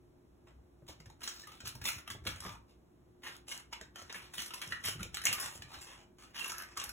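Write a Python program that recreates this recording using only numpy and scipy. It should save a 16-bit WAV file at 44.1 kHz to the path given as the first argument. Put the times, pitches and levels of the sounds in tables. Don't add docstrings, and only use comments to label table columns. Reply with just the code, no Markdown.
import sys
import numpy as np
from scipy import signal
from scipy.fft import rfft, irfft, next_fast_len
from scipy.io import wavfile
from scipy.ndimage import map_coordinates

SR = 44100
rng = np.random.default_rng(int(sys.argv[2]) if len(sys.argv) > 2 else 0)


def persist_wave(psi):
    counts = np.round(np.clip(psi, -1, 1) * 32767).astype(np.int16)
    wavfile.write(sys.argv[1], SR, np.atleast_2d(counts).T)


N = 305172

# (time [s], level [dB], chatter [s], brightness [dB], top octave [dB],
# ring [Hz], ring gain [dB])
TOY_TAPS = [(0.471, -58, 0.0093, -4.5, -3, 1090, 11), (1.001, -46.5, 0.0084, 2.5, -5, 840, -9),
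            (1.058, -48.5, 0.013, 1, -4, 1770, 4), (1.1, -46.5, 0.0063, -0.5, -1, 835, 12),
            (1.218, -40.5, .008, -6.5, -5, 1560, 16), (1.236, -42, 0.0046, 14, -5, 4030, 22),
            (1.276, -30, .007, 10, -22, 1600, 10), (1.288, -55, 0.011, 24, -1, 1600, 9.5),
            (1.436, -50.5, .009, 1, -6, 1800, 21), (1.471, -42.5, .011, -1, 5.5, 1250, 12),
            (1.518, -43, 0.012, -3, 2, 1250, 6), (1.604, -38.5, .011, 3, -15, 1480, 7.5),
            (1.676, -44, .008, 15, 5, 5900, 0), (1.752, -42, 0.011, 1.5, 4, 970, 8),
            (1.815, -38.5, 0.012, 0.5, 1, 1690, 4), (1.854, -27, .006, 8.5, -3, 3600, 15),
            (1.873, -35, 0.015, 5, 2, 3500, 22.5), (1.887, -24, 0.007, 4.5, -0.5, 2450, 15),
            (1.983, -42, .009, 0, 1, 1400, 9.5), (2.077, -29, 0.0052, -7, 4, 1200, 9),
            (2.102, -33, 0.013, 2, 0, 3340, 13.5), (2.267, -25.5, 0.015, -3.5, -4, 2530, 1),
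            (2.272, -33, 0.0064, 5, 5, 1500, 12), (2.404, -39, 0.0047, 9, -1.5, 3310, 10),
            (3.244, -47, .004, -2, -2.5, 1700, 2.5), (3.274, -37.5, .004, 1, -9, 2820, 12),
            (3.515, -35.5, 0.014, 3, 0, 2920, 12), (3.727, -33, .009, -0.5, -1, 940, 11),
            (3.732, -33, 0.0061, -2.5, -1.5, 2900, 4), (3.812, -38, 0.0051, 4.5, -3, 1560, 12),
            (3.958, -40, 0.0074, 0.5, -1, 3110, 14), (4.096, -35.5, 0.021, -8, -5, 1740, 5),
            (4.126, -39.5, 0.0068, 8, -9, 1400, 8), (4.145, -36.5, 0.0082, -5, 7, 1710, 10),
            (4.337, -39.5, .009, 2, -3, 2960, -5), (4.381, -31, 0.0063, -2.5, 8.5, 2950, 15),
            (4.391, -31, 0.013, -10.5, 0, 2950, 5), (4.403, -48, 0.0025, -1, 2, 2400, 3),
            (4.419, -36, 0.0072, 8, 4, 2140, 17.5), (4.46, -39.5, .009, 9.5, 1, 2900, -10),
            (4.506, -38.5, 0.011, -1, 1, 1290, 11), (4.537, -33.5, 0.0088, -2, 7, 940, 9),
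            (4.542, -37, 0.0055, 10, 0, 2000, 0), (4.583, -45.5, .004, -1.5, -1, 2000, 2),
            (4.616, -32, 0.012, -1, 3, 3170, 12), (4.623, -32.5, 0.0055, -3, 2, 1800, 8),
            (4.707, -42.5, 0.0063, 0, 3, 1700, 5), (4.722, -23, .005, -9.5, 1, 1900, 13.5),
            (4.727, -34, 0.0059, -4.5, -5, 1350, 15), (4.84, -39.5, 0.013, 0, 4, 2000, 16),
            (4.852, -39.5, 0.012, 9, 15, 2800, 2), (4.869, -32, 0.016, 5, -1.5, 2900, 5),
            (4.884, -31.5, 0.0065, 8, 4, 2100, 9), (5.03, -30.5, 0.0041, 4.5, 0, 3700, 7.5),
            (5.144, -29.5, 0.011, 4, -3.5, 3360, 5), (5.17, -23.5, .003, -1, 2, 1100, 7),
            (5.216, -36.5, .008, 5.5, -1, 2000, 4.5), (5.238, -38, 0.012, 5, 7, 1960, 17),
            (5.254, -24, 0.0055, 14, 1, 2200, 9), (5.258, -28.5, 0.014, -5.5, 0, 2060, 14),
            (5.269, -19.5, 0.0022, 5.5, -4.5, 2750, 10.5), (5.276, -35, 0.011, 6.5, -1, 2200, 7),
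            (5.315, -32.5, 0.0061, -4.5, -2, 1250, -3.5), (5.328, -25.5, 0.0044, 7, 7, 1240, 9),
            (5.333, -25, 0.0046, 6, 7.5, 2720, 13), (5.383, -30.5, .009, -4.5, -1.5, 1350, 12.5),
            (5.399, -36.5, 0.022, 6.5, 11.5, 1180, -10), (5.621, -33.5, 0.0059, 3, -8.5, 945, -3),
            (5.738, -38, 0.016, -3, 2.5, 2840, 3), (6.394, -33, .006, 2, 3, 3170, 19.5),
            (6.407, -40.5, 0.0035, 8, 1, 2750, 30), (6.442, -38.5, 0.0085, 9, -4, 2750, 17),
            (6.458, -36, 0.013, 3, 2, 1010, 20), (6.479, -48, 0.0069, 15, 11, 1040, 12),
            (6.497, -37, 0.015, 8.5, -1, 900, 14.5), (6.519, -41.5, 0.0084, 11, 6.5, 1290, 20),
            (6.582, -41.5, .006, 3, 20, 1286, 12), (6.621, -44.5, .007, 9.5, 9.5, 1800, 2),
            (6.773, -34, 0.011, 9.5, -0.5, 1210, 6), (6.799, -28.5, 0.0051, 3.5, -11, 2800, 7),
            (6.816, -30.5, .005, 1.5, -6, 1640, 5), (6.839, -41, .007, 14, 7.5, 850, 18.5),
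            (6.892, -35.5, 0.0056, 6.5, 2, 1530, 11)]
# (start [s], end [s], level [dB], brightness [dB], top octave [dB],
# ring [Hz], ring gain [dB])
PUSHES = [(0.469, 0.498, -55, -3.5, -4, 1300, 6.5), (0.878, 0.908, -41, 3, -6, 1620, 1),
          (1.206, 1.222, -52, 6.5, -2, 1570, 13), (1.228, 1.271, -37, 3.5, -1.5, 6500, -5),
          (1.299, 1.453, -48.5, 4, -1.5, 3900, 8.5), (1.484, 1.6, -51.5, -3.5, -1, 1300, -15),
          (1.653, 1.681, -36, 6.5, -4, 4000, 7.5), (1.839, 1.912, -37.5, 9, 0, 2450, 11.5),
          (1.978, 1.997, -49, 4.5, 1.5, 1620, 10), (2.1, 2.128, -49.5, 11.5, -1, 3500, 10),
          (2.249, 2.329, -36, -1, -1.5, 2550, -4.5), (2.421, 2.498, -39.5, 1, 0.5, 1000, 9),
          (2.679, 2.725, -62.5, 1, 0, 1700, 1), (3.232, 3.304, -35.5, -4, 2, 1230, -1.5),
          (3.479, 3.55, -38.5, 4, 2.5, 2850, 6.5), (3.957, 4.038, -43, -1, -5, 3180, -4),
          (4.138, 4.207, -40.5, -2, 1.5, 1630, -1), (4.214, 4.289, -51, 2, -5, 1700, 1),
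          (4.336, 4.357, -42, 6, 4.5, 3700, 11.5), (4.372, 4.443, -39, 7, 0.5, 3326, 4),
          (4.444, 4.479, -54, 3, 0, 1500, 4), (4.552, 4.708, -50.5, 7, 1.5, 3100, 5),
          (4.694, 4.735, -42.5, -2, 3, 1700, 4), (4.839, 4.898, -33.5, 7, 1, 3020, 9),
          (4.992, 5.013, -39, -1, 2, 1300, 8), (5.249, 5.294, -30, -1, 1.5, 2300, 4),
          (5.283, 5.355, -38.5, -10, -1, 2640, 11.5), (5.387, 5.495, -35.5, 6, -1, 1420, 0.5),
          (5.679, 5.815, -47.5, 2, -4, 950, 7), (5.809, 5.849, -44, 6.5, 0.5, 3000, -8),
          (5.863, 5.964, -45.5, -1.5, 0, 995, 5), (6.183, 6.26, -47.5, -2, -1, 3070, 1.5),
          (6.344, 6.41, -36.5, -2.5, -0.5, 2900, 1.5), (6.388, 6.524, -40.5, 0.5, 6, 2750, 4),
          (6.537, 6.652, -47, 4, -6, 1800, 11), (6.764, 6.782, -37, -0.5, -14, 1229, 11.5),
          (6.787, 6.843, -35, -14, 10, 1190, 1.5)]
# (start [s], end [s], level [dB], first pitch [Hz], last pitch [Hz])
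TOY_ROLLS = [(1.221, 1.337, -70, 1270, 1050), (1.455, 1.6, -59, 1232, 1375),
             (5.31, 5.453, -47.5, 1124, 1407), (5.594, 5.808, -67, 1390, 964),
             (6.417, 6.554, -49, 1676, 1480), (6.501, 6.761, -54, 1393, 1143)]
# (frequency [Hz], gain [dB])
PLANK_SPECTRUM = [(80, -24), (250, -8.5), (450, -11.5), (750, -10.5), (1200, -3), (2000, -4), (2800, -3),
                  (3600, -5), (4700, -4), (6000, 0.5), (7500, -10), (9400, -7.5), (11000, -14),
                  (15500, -17)]
# (frequency [Hz], width [Hz], gain [dB])
SHELL_MODES = [(1440, 39, -0.5), (2100, 38, 0), (2920, 630, 2), (6020, 1070, -8)]
# (frequency [Hz], share [ratio])
SPOT_SPREAD = [(500, 0.36), (1500, 0.52), (2500, 0.76), (6000, 1)]
# (time [s], distance [m])
KITTEN_RANGE = [(0.9, 1.8), (1.9, 1.3), (2.6, 3.4), (3.3, 3.0), (4.4, 2.6), (6.9, 2.8)]
# (time [s], level [dB])
CLAW_TICKS = [(2.361, -47), (3.366, -42.5), (3.577, -41.5), (3.959, -45), (4.024, -43.5), (4.126, -40),
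              (4.423, -40), (4.677, -41), (4.839, -45), (5.006, -48), (5.031, -38), (5.328, -32),
              (6.583, -41.5)]
# (frequency [Hz], gain [dB])
CLAW_SPECTRUM = [(100, -35), (2500, -8), (5500, 9.5), (10500, 2), (15500, -4.5)]
# (time [s], level [dB], board pitch [Hz], relative slap [dB])
PAW_LANDINGS = [(0.562, -57, 69, -21), (0.593, -53.5, 75, -26), (0.82, -51.5, 126, -2),
                (0.891, -45.5, 81, -1), (0.999, -47.5, 148, -7.5), (1.026, -64, 100, -13),
                (1.064, -45.5, 93, -15), (1.634, -43, 100, -13), (1.669, -48, 113, -9),
                (1.749, -41, 117, -19), (1.815, -42, 115, -15.5), (1.857, -48.5, 156, 3.5),
                (1.959, -46, 106, -30), (2.109, -45, 99, -9), (2.147, -43.5, 110, 0.5),
                (2.187, -43.5, 97.5, -26), (2.219, -46, 65, -25.5), (2.258, -42.5, 177, 4.5),
                (2.275, -37, 97.4, -3), (2.308, -44.5, 89, -4), (2.414, -48.5, 82, -13),
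                (2.451, -40.5, 175, -1.5), (2.466, -41.5, 85.5, -5), (2.5, -45.5, 100, -8),
                (3.81, -52, 187, 9.5), (4.021, -52.5, 84.5, -3), (4.15, -53.5, 187, 3),
                (4.377, -52, 186, 0), (4.668, -48, 169, -10), (4.679, -47.5, 99, -18),
                (4.707, -47, 85, -20), (4.846, -45, 159, -15), (4.862, -42, 107, -15),
                (4.883, -52, 101, 9.5), (4.951, -41.5, 153, -9), (4.977, -42, 104, -27),
                (4.998, -39, 189, -20), (5.012, -39, 99, -27), (5.052, -40.5, 90, -9.5),
                (5.135, -57.5, 91, -4), (5.24, -51.5, 188, 9), (5.286, -44, 106, -3),
                (5.307, -42.5, 123, -8), (5.356, -48, 91, -18.5), (5.554, -48, 78, -3),
                (5.588, -45.5, 121, -12), (5.644, -47.5, 133, -19), (5.769, -49.5, 85.6, -7),
                (6.78, -55.5, 109.9, 4), (6.87, -52.5, 59.5, -20)]
# (frequency [Hz], gain [dB])
PAD_SPECTRUM = [(20, -50), (45, 6), (90, 6.5), (190, -2), (300, -5), (600, -18.5), (1200, -39),
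                (4000, -52.5)]
# (frequency [Hz], gain [dB])
SLAP_SPECTRUM = [(60, -27), (200, -4.5), (300, -2), (560, 3), (900, -14), (3000, -35.5)]
# (frequency [Hz], relative density [dB])
AIR_SPECTRUM = [(20, -17.5), (40, -14), (58, 1.5), (80, -6.5), (125, -4), (170, -8.5), (320, -8),
                (500, -19), (900, -23.5), (2000, -35.5), (4000, -39.5), (9000, -41), (15000, -45)]
# (frequency [Hz], rms level [dB])
HUM_PARTIALS = [(59.2, -74.5), (355.3, -73.5), (629.8, -88)]
# (frequency [Hz], T60 [s])
ROOM_T60 = [(100, 0.93), (300, 0.063), (800, 0.36), (2100, 0.29), (5500, 0.22), (14600, 0.16)]
# (frequency [Hz], side gain [dB])
SIDE_GAIN = [(60, -14.5), (150, -14), (350, -1.5), (1000, 0), (2200, 0), (3200, -2), (15000, -0.5)]
# (frequency [Hz], phase [rad])
LEFT_LEAD = [(0, 0), (2100, 0), (2400, 1.45), (3700, 1.6), (4720, np.pi), (15320, 6 * np.pi)]


def taps(rows):
    out = np.zeros((2, N))
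    t = np.arange(-SR // 60, SR // 30) / SR
    after_s = np.maximum(t, 0)
    pre_swell = amp(-19.5 - 808 * np.abs(t))
    for time_s, db, chatter_s, bright_db, *colour in rows:
        chatter = 0.75 * np.tanh(after_s / 0.00028) * amp(-20 * (after_s / chatter_s) ** 3)
        crack = (t >= 0) * amp(-4 + 0.04 * bright_db) * np.exp(-after_s / 0.00065)
        force = amp(db) * (chatter + crack + pre_swell) * stick_slip(len(t), rate_hz=20000, scatter_db=2)
        knock_db = plank_knock_db(db, even_db=-32.5)
        sound = contact(force, time_s, knock_db, bright_db, *colour, ring_width_hz=300, spot_db=6)
        add(out, time_s + t[0], in_room(sound, wet_db=-2.5))
    return out


def skids():
    out = np.zeros((2, N))
    for start_s, end_s, db, *colour in skid_rows():
        count = max(round((end_s - start_s) * SR), SR // 100)
        pressure = np.abs(np.sin(np.linspace(0, np.pi, count))) ** 0.31
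        grip_db = 3.8 * map_coordinates(rng.uniform(-1.5, 1.5, 128), [np.arange(count) / SR * 220])
        crackle = stick_slip(count, rate_hz=380, scatter_db=3)
        grain = stick_slip(count, rate_hz=6000, scatter_db=5) + 0.73 * crackle
        claw_ticks = np.diff(stick_slip(count + 1, rate_hz=160, scatter_db=2.5))
        force = amp(db - 3) * pressure * (unit(amp(grip_db) * grain) + 0.19 * claw_ticks)
        knock_db = plank_knock_db(db, even_db=-36)
        sound = contact(force, start_s, knock_db, *colour, ring_width_hz=740, spot_db=8)
        add(out, start_s, in_room(sound, wet_db=-3))
    return out


def skid_rows(graze_s=0.013, graze_db=-17.5, coast_ratio=0.81, coast_db=-9.5, overlap_s=0.0092):
    grazes, coasts = [], []
    for start_s, end_s, db, *colour in PUSHES:
        coast_s = coast_ratio * (end_s - start_s)
        grazes.append((start_s - graze_s, start_s + graze_s, db + graze_db, *colour))
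        coasts.append((end_s - overlap_s, end_s + coast_s, db + coast_db, *colour))
    return PUSHES + coasts + grazes


def rattle_rows(rate_hz=16, gain_db=-7, chatter_s=0.0016, extra_bright_db=14):
    rows = []
    for start_s, end_s, db, bright_db, *colour in PUSHES:
        count = int((end_s - start_s) * rate_hz)
        for k, jitter in enumerate(rng.random(16)[:count]):
            progress = (k + jitter) / count
            time_s = start_s + (end_s - start_s) * progress
            level_db = db + gain_db + 20 * np.log10(np.sin(np.pi * progress))
            rows.append((time_s, level_db, chatter_s, bright_db + extra_bright_db, *colour))
    return rows


def rolls(width_hz=110, fade_db=17.5):
    out = np.zeros((2, N))
    for start_s, end_s, db, first_hz, last_hz in TOY_ROLLS:
        count = max(round((end_s - start_s) * SR), SR // 100)
        knots = np.arange(count) / SR * width_hz
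        bumps = [map_coordinates(row, [knots], mode="mirror") for row in rng.standard_normal((2, 256))]
        phase = 2 * np.pi * np.cumsum(np.geomspace(first_hz, last_hz, count)) / SR
        whir = unit(bumps[0] * np.cos(phase) + bumps[1] * np.sin(phase))
        fade = signal.windows.tukey(count, 0.5) * amp(-fade_db * np.linspace(0, 1, count))
        add(out, start_s, in_room(amp(db) * fade * whir, wet_db=-15))
    return out


def stick_slip(count, rate_hz, scatter_db):
    hit = rng.random(count) < rate_hz / SR
    size = amp(scatter_db * np.clip(rng.standard_normal(count), -2, 2))
    return unit(hit * size * rng.choice([-1, 1], count))


def plank_knock_db(db, even_db, slope=0.4, limit_db=27):
    return min(slope * (even_db - db), limit_db)


def contact(force, time_s, knock_db, bright_db, top_db, ring_hz, ring_db, ring_width_hz, spot_db):
    spot_hz = np.geomspace(500, 15000, 30) * rng.uniform(0.94, 1.06, 30)
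    spot_gain_db = spot_db * along(SPOT_SPREAD, spot_hz) * rng.uniform(-1, 1, 30)
    spot_modes = zip(spot_hz, 170 + 0.035 * spot_hz, spot_gain_db)
    modes = [*SHELL_MODES, *spot_modes, (ring_hz, ring_width_hz, ring_db)]
    distance_m = np.interp(time_s, *np.transpose(KITTEN_RANGE))
    far_db = -4.5 * (distance_m - 2)
    tilt = [(130, 0), (400, knock_db), (800, knock_db), (1200, 0.0044), (3500, 0),
            (5500, bright_db), (8000, bright_db), (10500, bright_db + top_db),
            (12000, bright_db + top_db), (14500, bright_db + top_db / 2 + far_db)]

    def gain_db(hz):
        peaks_db = sum(db / (1 + (2 * (hz - mode_hz) / width_hz) ** 2) for mode_hz, width_hz, db in modes)
        return along(PLANK_SPECTRUM, hz) + along(tilt, hz) + peaks_db
    return coloured(force, gain_db)


def claws(decay_s=0.00086):
    out, t = np.zeros((2, N)), np.arange(SR // 100) / SR
    for time_s, db in CLAW_TICKS:
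        force = amp(db) * np.exp(-t / decay_s) * rng.standard_normal(len(t))
        tick = coloured(force, lambda hz: along(CLAW_SPECTRUM, hz))
        add(out, time_s, in_room(tick, wet_db=-4.5))
    return out


def paws(board_t60_s=0.075, pad_t60_s=0.12, slap_t60_s=0.059):
    out, t = np.zeros((2, N)), np.arange(SR // 4) / SR
    onset = 1 - np.exp(-t / 0.0078)
    slap_onset = 1 - np.exp(-t / 0.0016)
    for time_s, db, board_hz, slap_db in PAW_LANDINGS:
        boards = np.sin(2 * np.pi * board_hz * t) * amp(-60 * t / board_t60_s)
        pad = noise(PAD_SPECTRUM, len(t)) * amp(-60 * t / pad_t60_s)
        slap = noise(SLAP_SPECTRUM, len(t)) * slap_onset * amp(slap_db - 60 * t / slap_t60_s)
        landing = onset * (2.06 * boards + 0.57 * pad) + 0.71 * slap
        add(out, time_s, in_room(amp(db) * landing, wet_db=-8))
    return out


def in_room(x, wet_db, rise_s=0.000078):
    hz, t, spectra = signal.stft(rng.standard_normal((2, SR // 2)), SR, nperseg=256)
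    tail = signal.istft(spectra * amp(-60 * t / along(ROOM_T60, hz)[:, None]), SR)[1]
    tail *= 1 - np.exp(-np.arange(tail.shape[1]) / SR / rise_s)
    response = amp(wet_db) * tail / np.linalg.norm(tail[0])
    response[0, 0] += 1
    return signal.fftconvolve(x[None], response, axes=1)


def air(level_db=-65):
    rumble = filtered(rng.standard_normal((2, N)), lambda hz: amp(along(AIR_SPECTRUM, hz)))
    return amp(level_db) * unit(rumble)


def appliance_hum(waver_db=3, waver_hz=12):
    out, t = np.zeros((2, N)), np.arange(N) / SR
    for hz, db in HUM_PARTIALS:
        drift, waver = [map_coordinates(row, [t * waver_hz]) for row in rng.standard_normal((2, 128))]
        out[0] += np.sqrt(2) * amp(db + waver_db * waver) * np.sin(2 * np.pi * hz * t + 0.9 * drift)
    return out


def microphone_pair(mid, side):
    ramp_rad = lambda hz: np.interp(hz, *np.transpose(LEFT_LEAD))
    treble = lambda hz: np.clip((hz - 3500) / 1000, 0, 1)
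    lead_rad = lambda hz: ramp_rad(hz) - 0.4 * treble(hz) * np.sin(2 * ramp_rad(hz))
    narrowing = lambda hz: 1 - 0.93 * treble(hz) * np.cos(ramp_rad(hz)) ** 2
    side = filtered(side, lambda hz: amp(along(SIDE_GAIN, hz)) * narrowing(hz))
    left_right = np.array([mid + side, mid - side])
    return filtered(left_right, lambda hz: np.exp(0.5j * np.outer([1, -1], lead_rad(hz))))


def amp(db):
    return 10 ** (np.asarray(db) / 20)


def unit(x):
    return x / np.sqrt(np.mean(x ** 2) + 1e-20)


def along(points, hz):
    points_hz, values = np.transpose(points)
    return np.interp(np.log(hz + 1), np.log(points_hz + 1), values)


def add(track, time_s, x):
    start = max(round(time_s * SR), 0)
    track[..., start:start + x.shape[-1]] += x[..., :N - start]


def filtered(x, response):
    size = next_fast_len(N + SR // 2)
    return irfft(rfft(x, size) * response(np.fft.rfftfreq(size, 1 / SR)), size)[..., :N]


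def coloured(x, gain_db, size=8192):
    cepstrum = irfft(np.log(amp(gain_db(np.fft.rfftfreq(size, 1 / SR)))))
    cepstrum[1:size // 2] *= 2
    cepstrum[size // 2 + 1:] = 0
    return signal.fftconvolve(x, irfft(np.exp(rfft(cepstrum)))[:size // 2])


def noise(spectrum, count):
    return unit(coloured(rng.standard_normal(count), lambda hz: along(spectrum, hz))[:count])


def scene():
    play = taps(TOY_TAPS) + claws() + skids() + rolls() + paws()
    background = air() + appliance_hum()
    rattles = taps(rattle_rows())
    return microphone_pair(*(play + rattles + background))


def record(dry, limit_hz=15800):
    return filtered(dry, lambda hz: hz < limit_hz)


dry = scene()
out = record(dry)
persist_wave(out)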